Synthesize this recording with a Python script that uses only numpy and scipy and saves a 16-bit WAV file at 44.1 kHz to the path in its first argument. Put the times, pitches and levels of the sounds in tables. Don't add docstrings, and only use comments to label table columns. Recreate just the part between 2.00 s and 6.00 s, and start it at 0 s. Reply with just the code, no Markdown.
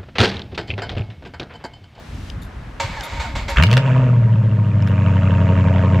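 import sys
import numpy as np
from scipy import signal
from scipy.fft import rfft, irfft, next_fast_len
from scipy.io import wavfile
from scipy.ndimage import uniform_filter1d

SR = 44100
rng = np.random.default_rng(int(sys.argv[2]) if len(sys.argv) > 2 else 0)


def output_pcm(signal):
    pcm = np.clip(np.atleast_2d(signal).T, -1, 1) * 32767
    wavfile.write(sys.argv[1], SR, np.round(pcm).astype(np.int16))


N = 176400


def gain_of(db):
    return 10 ** (np.asarray(db) / 20)


def evened(x):
    return x / np.sqrt(np.mean(x ** 2) + 1e-20)


def curve(table, axis=1):
    rows = np.array(table)
    return np.interp(np.arange(N) / SR, rows[:, 0], rows[:, axis])


def read(points, hz):
    f, value = np.transpose(points)
    return np.interp(np.log(hz + 1), np.log(f + 1), value)


def colour(x, points):
    gain = gain_of(read(points, np.fft.rfftfreq(len(x), 1 / SR)))
    return irfft(rfft(x) * gain, len(x))


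def ring(x, modes):
    size = next_fast_len(len(x) + SR // 2)
    f = np.fft.rfftfreq(size, 1 / SR)
    response = sum(a * 1j * f * w / (hz ** 2 - f ** 2 + 1j * f * w) for hz, w, a in modes)
    return irfft(rfft(x, size) * response, size)[:len(x)]


def signed(modes):
    return [(hz, w, (-1) ** k * gain_of(db)) for k, (hz, w, db) in enumerate(modes)]


def filtered(x, order, hz, kind="low"):
    return signal.sosfilt(signal.butter(order, hz, kind, fs=SR, output="sos"), x)


def add(mix, s, sound):
    part = mix[round(s * SR):][:len(sound)]
    part += sound[:len(part)]


# time_s, firings_per_s
FIRING_RATE = [(1.56, 30.2), (1.6, 76.6), (1.64, 86.3), (1.7, 113.5), (1.76, 125.2), (1.82, 136.5),
               (1.9, 127.7), (2.0, 129.2), (2.1, 122.4), (2.3, 111.6), (2.5, 106.9), (2.7, 102.2),
               (2.9, 96.8), (3.1, 94.7), (3.4, 92.8), (4.0, 91.7)]
# time_s, boom_db, rasp_db, brightness_db_per_octave
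EXHAUST = [(1.56, 4, -16, 3), (1.64, -3.5, -26.5, 0), (1.66, -7, -37.5, -6.5), (1.69, -1, -29, 1),
           (1.77, -4.5, -29, -3.5), (1.83, -13.5, -34, 0.5), (1.86, -7, -28, -2), (2.05, -6, -31.5, -3.5),
           (2.2, -5, -37.5, -5.5), (2.65, -5.5, -39, -3.5), (3.0, -2.5, -32, -2), (3.4, -1.5, -29, -3.5),
           (4.0, -1.5, -28, -3.5)]
# boom_strength (about the mean), rasp_db (before each resonance's share)
CYLINDERS = [(0.46, -5), (-0.18, -5), (-0.35, -0.5), (-0.45, -1.5), (0.2, 1), (0.43, 4), (-0.031, 1),
             (0.38, 1)]


def engine():
    t = np.arange(N) / SR
    firings = np.cumsum(curve(FIRING_RATE) * (t >= FIRING_RATE[0][0])) / SR
    at = np.flatnonzero(np.diff(np.floor(firings))) + 1
    order = np.arange(1, len(at) + 1) % len(CYLINDERS)
    uneven, rasp_db = np.array(CYLINDERS)[order].T
    return boom(firings, at, uneven), rasp(firings, at, rasp_db)


# pitch_hz, width_hz, signed_strength
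PIPE_MODES = [(83.7, 51, -1.9), (111.2, 31.6, -1.3), (161.7, 23.15, 7.5), (174.8, 17.7, -3.5),
              (254, 12.4, 1)]
# pitch_hz, width_hz, strength
BRANCH_MODES = [(124.6, 22.3, 2.71), (166.4, 16.3, 1.83), (193, 24.7, 1.17)]
BOOM_DB, BOOM_LEAD_S, BOOM_TOP_HZ = 30.5, 0.00444, 520
LOOSE, SETTLE_S = 0.28, 0.87
SURGE, SURGE_S, SURGE_DB, SURGE_TURN = 0.6, 0.57, -4, 0.84


def boom(firings, at, uneven):
    since_start = np.arange(N) / SR - FIRING_RATE[0][0]
    surge = SURGE * np.exp(-(since_start / SURGE_S) ** 2) * np.minimum(firings * 2, 1)
    loose = LOOSE * np.exp(-since_start[at] / SETTLE_S) + 0.08
    scatter = 1 + loose * rng.standard_normal(len(at))
    pulse_gain = gain_of(BOOM_DB + curve(EXHAUST)[at])
    even_pulses, odd_pulses = np.zeros((2, N))
    pulse_at = at - round(BOOM_LEAD_S * SR)
    even_pulses[pulse_at] = pulse_gain * scatter * (1 - surge[at])
    odd_pulses[pulse_at] = pulse_gain * uneven
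    rung = ring(even_pulses, PIPE_MODES) + ring(ring(odd_pulses, BRANCH_MODES), BRANCH_MODES)
    low_pass = signal.butter(2, BOOM_TOP_HZ, fs=SR, output="sos")
    swell = surge * gain_of(SURGE_DB + curve(EXHAUST)) * np.cos(2 * np.pi * (firings + SURGE_TURN))
    return signal.sosfiltfilt(low_pass, rung) + swell


# pitch_hz, width_hz, level_db, cylinder_share (of the cylinder rasp pattern)
TAILPIPE = [(452, 145, -4, 0.34), (625.5, 58, 2.5, 0.18), (927, 41.3, 1, 0.9), (1160, 202, -4.5, 0.82),
            (1627, 490, -7, 0.33), (2430, 430, -7.5, 0.16), (2684, 330, -6.5, 0.28), (3180, 940, -27, 0.13)]
# pitch_hz, level_db
HISS_SPECTRUM = [(2500, -16), (7500, -17), (10000, -55.5)]
RASP_LAG_S, RASP_DECAY_S = 0.00018, 0.0027
RASP_CLEAN, RASP_BED = 0.47, 0.18
RASP_SPREAD_DB, HISS_DB = 2.5, -23
DRIVE_TOP_HZ = 3530


def rasp(firings, at, rasp_db):
    clicks = np.zeros(N + SR)
    lag_s = RASP_LAG_S + 0.0002 * rng.standard_normal(len(at))
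    clicks[at + np.round(lag_s * SR).astype(int)] = 1
    clicks = clicks[:N]
    gate = signal.lfilter([1], [1, -np.exp(-1 / (RASP_DECAY_S * SR))], clicks)
    puffs = evened((RASP_BED + uniform_filter1d(gate, 70)) * rng.standard_normal(N))
    drive = RASP_CLEAN * evened(clicks) + (1 - RASP_CLEAN) * puffs
    drive = filtered(drive, 6, DRIVE_TOP_HZ)

    firing = np.clip(firings + 0.2, 1, len(at)).astype(int) - 1
    spread_db = RASP_SPREAD_DB * rng.standard_normal((len(at), len(TAILPIPE)))
    shade_db = np.outer(rasp_db, np.array(TAILPIPE)[:, 3]) + spread_db
    modes = signed(np.array(TAILPIPE)[:, :3])
    parts = [ring(drive * gain_of(db[firing]), [mode]) for db, mode in zip(shade_db.T, modes)]
    scale = np.sqrt(np.mean(sum(parts) ** 2))

    bright = curve(EXHAUST, axis=3)
    tilted = sum(p * gain_of(bright * np.log2(mode[0] / 800)) for p, mode in zip(parts, TAILPIPE))
    hiss = gain_of(HISS_DB + bright) * evened(colour(puffs + rng.standard_normal(N), HISS_SPECTRUM))
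    running = np.arange(N) / SR > FIRING_RATE[0][0]
    return (tilted / scale + hiss) * gain_of(curve(EXHAUST, axis=2)) * running


# start_s, peak_db, ring_hz
POPS = [(1.57, -4.5, 2650), (1.5838, -8, 1500), (1.599, -8, 1550), (1.625, -2, 2830), (1.636, -3, 2740),
        (1.668, -11.5, 2900), (1.7047, -23.5, 1430), (1.7135, -10, 2850), (1.729, -7, 2660),
        (1.7379, -9.5, 2600), (1.7693, -5.5, 1300), (1.777, -7.5, 2770)]
# pitch_hz, level_db
POP_SPECTRUM = [(300, -44), (600, -7.5), (2800, -3), (5000, -15), (12000, -43)]
POP_DECAY_S, POP_RING, POP_WIDTH_HZ = 0.0015, 0.32, 170
MUFFLED_UNTIL_S, MUFFLED_DECAY_S, MUFFLED_TOP_HZ = 1.62, 0.003, 3300


def pops():
    out, t = np.zeros(N), np.arange(2048) / SR
    window = np.minimum(t * SR / 10, 1) * np.cos(np.pi / 2 * t / t[-1]) ** 2
    for s, db, hz in POPS:
        muffled = s < MUFFLED_UNTIL_S
        decay_s = MUFFLED_DECAY_S if muffled else POP_DECAY_S
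        burst = rng.standard_normal(len(t)) * np.exp(-t / decay_s)
        crack = evened(colour(burst, POP_SPECTRUM))
        ringing = evened(ring(burst, [(hz, POP_WIDTH_HZ, 1)]))
        pop = (1 - POP_RING) * crack + POP_RING * ringing
        if muffled:
            pop = filtered(pop, 6, MUFFLED_TOP_HZ)
        pop = pop * window
        add(out, s, gain_of(db) * pop / abs(pop).max())
    return out


# start_s, grind_db, fall_db_per_s (negative swells)
GRINDS = [(0.797, -18.5, 313), (0.827, -35.5, -6.5), (1.196, -29, 94.5), (1.351, -27, 142),
          (1.479, -25, 139)]
# pitch_hz, width_hz, level_db
HOUSING = [(572.4, 41, -2.5), (915, 19.4, 10), (2170, 270, -7)]
# pitch_hz, level_db
GRIND_SPECTRUM = [(200, -24.5), (500, -14), (1100, -9), (4500, -19), (7000, -55.5)]
# pitch_hz, level_db
TREBLE_SPECTRUM = [(2500, -29), (3500, 3), (7600, 7.5), (9000, -15), (14000, -34)]
GRIND_RISE_S, HOLD_END_S = 0.0051, 1.176
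HOUSING_DB, TEETH_PER_S, TOOTH_DB = 1, 1100, 1
TREBLE_DB, TREBLE_SLOPE = -11.5, 1.42


def starter_grind():
    t = np.arange(N) / SR
    load = np.zeros(N)
    for s, db, fall in GRINDS:
        level_db = db - fall * abs(t - s)
        if s < HOLD_END_S:
            level_db = level_db - 150 * np.maximum(t - HOLD_END_S, 0)
        load += np.clip((t - s) / GRIND_RISE_S, 0, 1) * gain_of(level_db)
    hits = rng.random(N) < TEETH_PER_S / SR
    hit_gain = gain_of(TOOTH_DB * np.minimum(rng.exponential(1, N), 2))
    teeth = evened(rng.standard_normal(N) * (0.77 + hit_gain * hits))
    housing = gain_of(HOUSING_DB) * evened(ring(teeth, signed(HOUSING)))
    grind = evened(evened(colour(teeth, GRIND_SPECTRUM)) + housing)
    treble = evened(colour(teeth, TREBLE_SPECTRUM)) * gain_of(TREBLE_DB)
    return load * (grind + treble * (load / gain_of(-21.5)) ** (TREBLE_SLOPE - 1))


# time_s, pitch_hz, level_db
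WHINE = [(.9, 964, -52), (.99, 878, -32.5), (1.07, 562, -42.5), (1.2, 902, -84), (1.25, 733, -30.5),
         (1.33, 543, -56)]


def starter_whine():
    t = np.arange(N) / SR
    jitter_hz = 400 * uniform_filter1d(rng.standard_normal(N), 300)
    phase = 2 * np.pi * np.cumsum(curve(WHINE) + jitter_hz) / SR
    sounding = (t > WHINE[0][0]) * (t < WHINE[-1][0])
    return sounding * gain_of(curve(WHINE, axis=2)) * (np.sin(phase) + 0.85 * np.sin(2 * phase))


# start_s, level_db, pitch_hz
PUFFS = [(0.835, -17, 101), (.965, -23, 46.2), (1.175, -18, 66), (1.4, -24, 49), (1.502, -19.5, 60.6)]
PUFF_CYCLES = 3.45


def starter_puffs():
    low = np.zeros(N)
    for s, db, hz in PUFFS:
        u = np.arange(0, 1, hz / (PUFF_CYCLES * SR))
        window = np.sin(np.pi * u ** 0.78) ** 2
        add(low, s, -gain_of(db) * window * np.sin(2 * np.pi * PUFF_CYCLES * u))
    return low


# start_s, level_db, length_s
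JINGLES = [(0.414, -49, 0.031), (1.032, -31.5, 0.017), (1.495, -36.5, 0.014), (2.878, -48, 0.0091)]
# pitch_hz, width_hz, level_db
KEYS = [(3700, 300, 9), (7200, 330, 0.5), (8970, 300, -2), (11860, 670, -1.5)]


def jingles():
    out = np.zeros(N)
    for s, db, length in JINGLES:
        u = np.arange(0, 3, 1 / (length * SR))
        roughness_db = 30 * uniform_filter1d(rng.standard_normal(len(u)), 60)
        shake = rng.standard_normal(len(u)) * gain_of(roughness_db)
        envelope = np.minimum(u * 5, 1) * np.exp(-u ** 2 * 0.5)
        add(out, s, gain_of(db) * evened(ring(shake, signed(KEYS))) * envelope)
    return out


# start_s, peak_db
TICKS = [(0.3, -24), (1.009, -20), (2.823, -29.5), (2.873, -30.5)]
# pitch_hz, width_hz, strength
TICK_MODES = [(3180, 1100, 1.14), (5000, 670, 0.79)]
TICK_DECAY_S = 0.0017


def ticks():
    out, t = np.zeros(N), np.arange(600) / SR
    for s, db in TICKS:
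        burst = rng.standard_normal(len(t)) * np.exp(-t / TICK_DECAY_S)
        tick = ring(ring(burst, TICK_MODES), TICK_MODES)
        add(out, s, gain_of(db) * tick / abs(tick).max())
    return out


def background_drop():
    return np.clip((np.arange(N) / SR - 1.7) * 1.5, 0, 1)


# pitch_hz, level_db
AIR_SPECTRUM = [(100, -55.5), (200, -11.5), (1600, -16), (3000, -26), (8000, -42), (15000, -55)]
# time_s, level_db
AIR_TREBLE = [(0, -41.5), (.29, -38.5), (.36, -47)]
AIR_DB, AIR_DROP_DB = -43.5, -2.5


def traffic_wash():
    lift_db = curve(AIR_TREBLE) - AIR_TREBLE[-1][1]
    air = np.array([colour(v, AIR_SPECTRUM) for v in rng.standard_normal((2, N))])
    top = filtered(air, 2, 2500, "high")
    air = (air + top * (gain_of(lift_db) - 1)) / np.std(air) * gain_of(AIR_DB)
    stereo = np.array([air[0] + 0.68 * air[1], air[0] - 0.37 * air[1]])
    return stereo * gain_of(AIR_DROP_DB * background_drop())


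# pitch_hz, level_db
WIND_SPECTRUM = [(15, -15), (40, -4), (130, -13.5), (300, -25.5)]
WIND_DB, WIND_LUMP_DB, WIND_DROP_DB = -31.5, 3.5, -4


def wind_rumble():
    lumps = evened(uniform_filter1d(uniform_filter1d(rng.standard_normal(N), 2500), 2500))
    rumble = evened(colour(rng.standard_normal(N), WIND_SPECTRUM + [(600, -78.5)]))
    return gain_of(WIND_DB + WIND_LUMP_DB * lumps) * rumble * gain_of(WIND_DROP_DB * background_drop())


LOT_T60_S = 0.15


def lot(x):
    t = np.arange(SR // 2) / SR
    present = (rng.random((2, len(t))) < 0.05) * (t > 0.003)
    taps = rng.standard_normal((2, len(t))) * present * gain_of(-60 * t / LOT_T60_S)
    return signal.fftconvolve(x[None], taps / np.linalg.norm(taps[0]), axes=1)[:, :N]


# pitch_hz, gain_db
SIDES = [(300, -28), (2400, -8), (12000, -8.5)]
# pitch_hz, left_minus_right_db
LEAN = [(400, -3), (2500, -1), (12000, 0.5)]
LOT_DB = -10.5


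def scene():
    boom_sound, rasp_sound = engine()
    mid = rasp_sound + pops() + starter_grind() + starter_whine()
    wet = lot(mid)
    mid = mid + gain_of(LOT_DB) * wet[0]
    side = colour(wet[1], SIDES)
    left = colour(mid + side, [(hz, db / 2) for hz, db in LEAN])
    right = colour(mid - side, [(hz, -db / 2) for hz, db in LEAN])
    bass = (boom_sound + starter_puffs() + wind_rumble()) * gain_of([[0.2], [-0.2]])
    small_things = (jingles() + ticks()) * gain_of([[2.5], [-2.5]])
    return np.array([left, right]) + bass + small_things + traffic_wash()


LOW_CUT_HZ, EDGE_HZ = 36, 15300


def record(dry):
    x = filtered(dry, 2, LOW_CUT_HZ, "high")
    x = x / (1 + abs(x) ** 6) ** (1 / 6)
    edge = signal.firwin(511, EDGE_HZ, window=("kaiser", 9), fs=SR)
    return signal.oaconvolve(x, edge[None], "same")


dry = scene()
out = record(dry)
output_pcm(out)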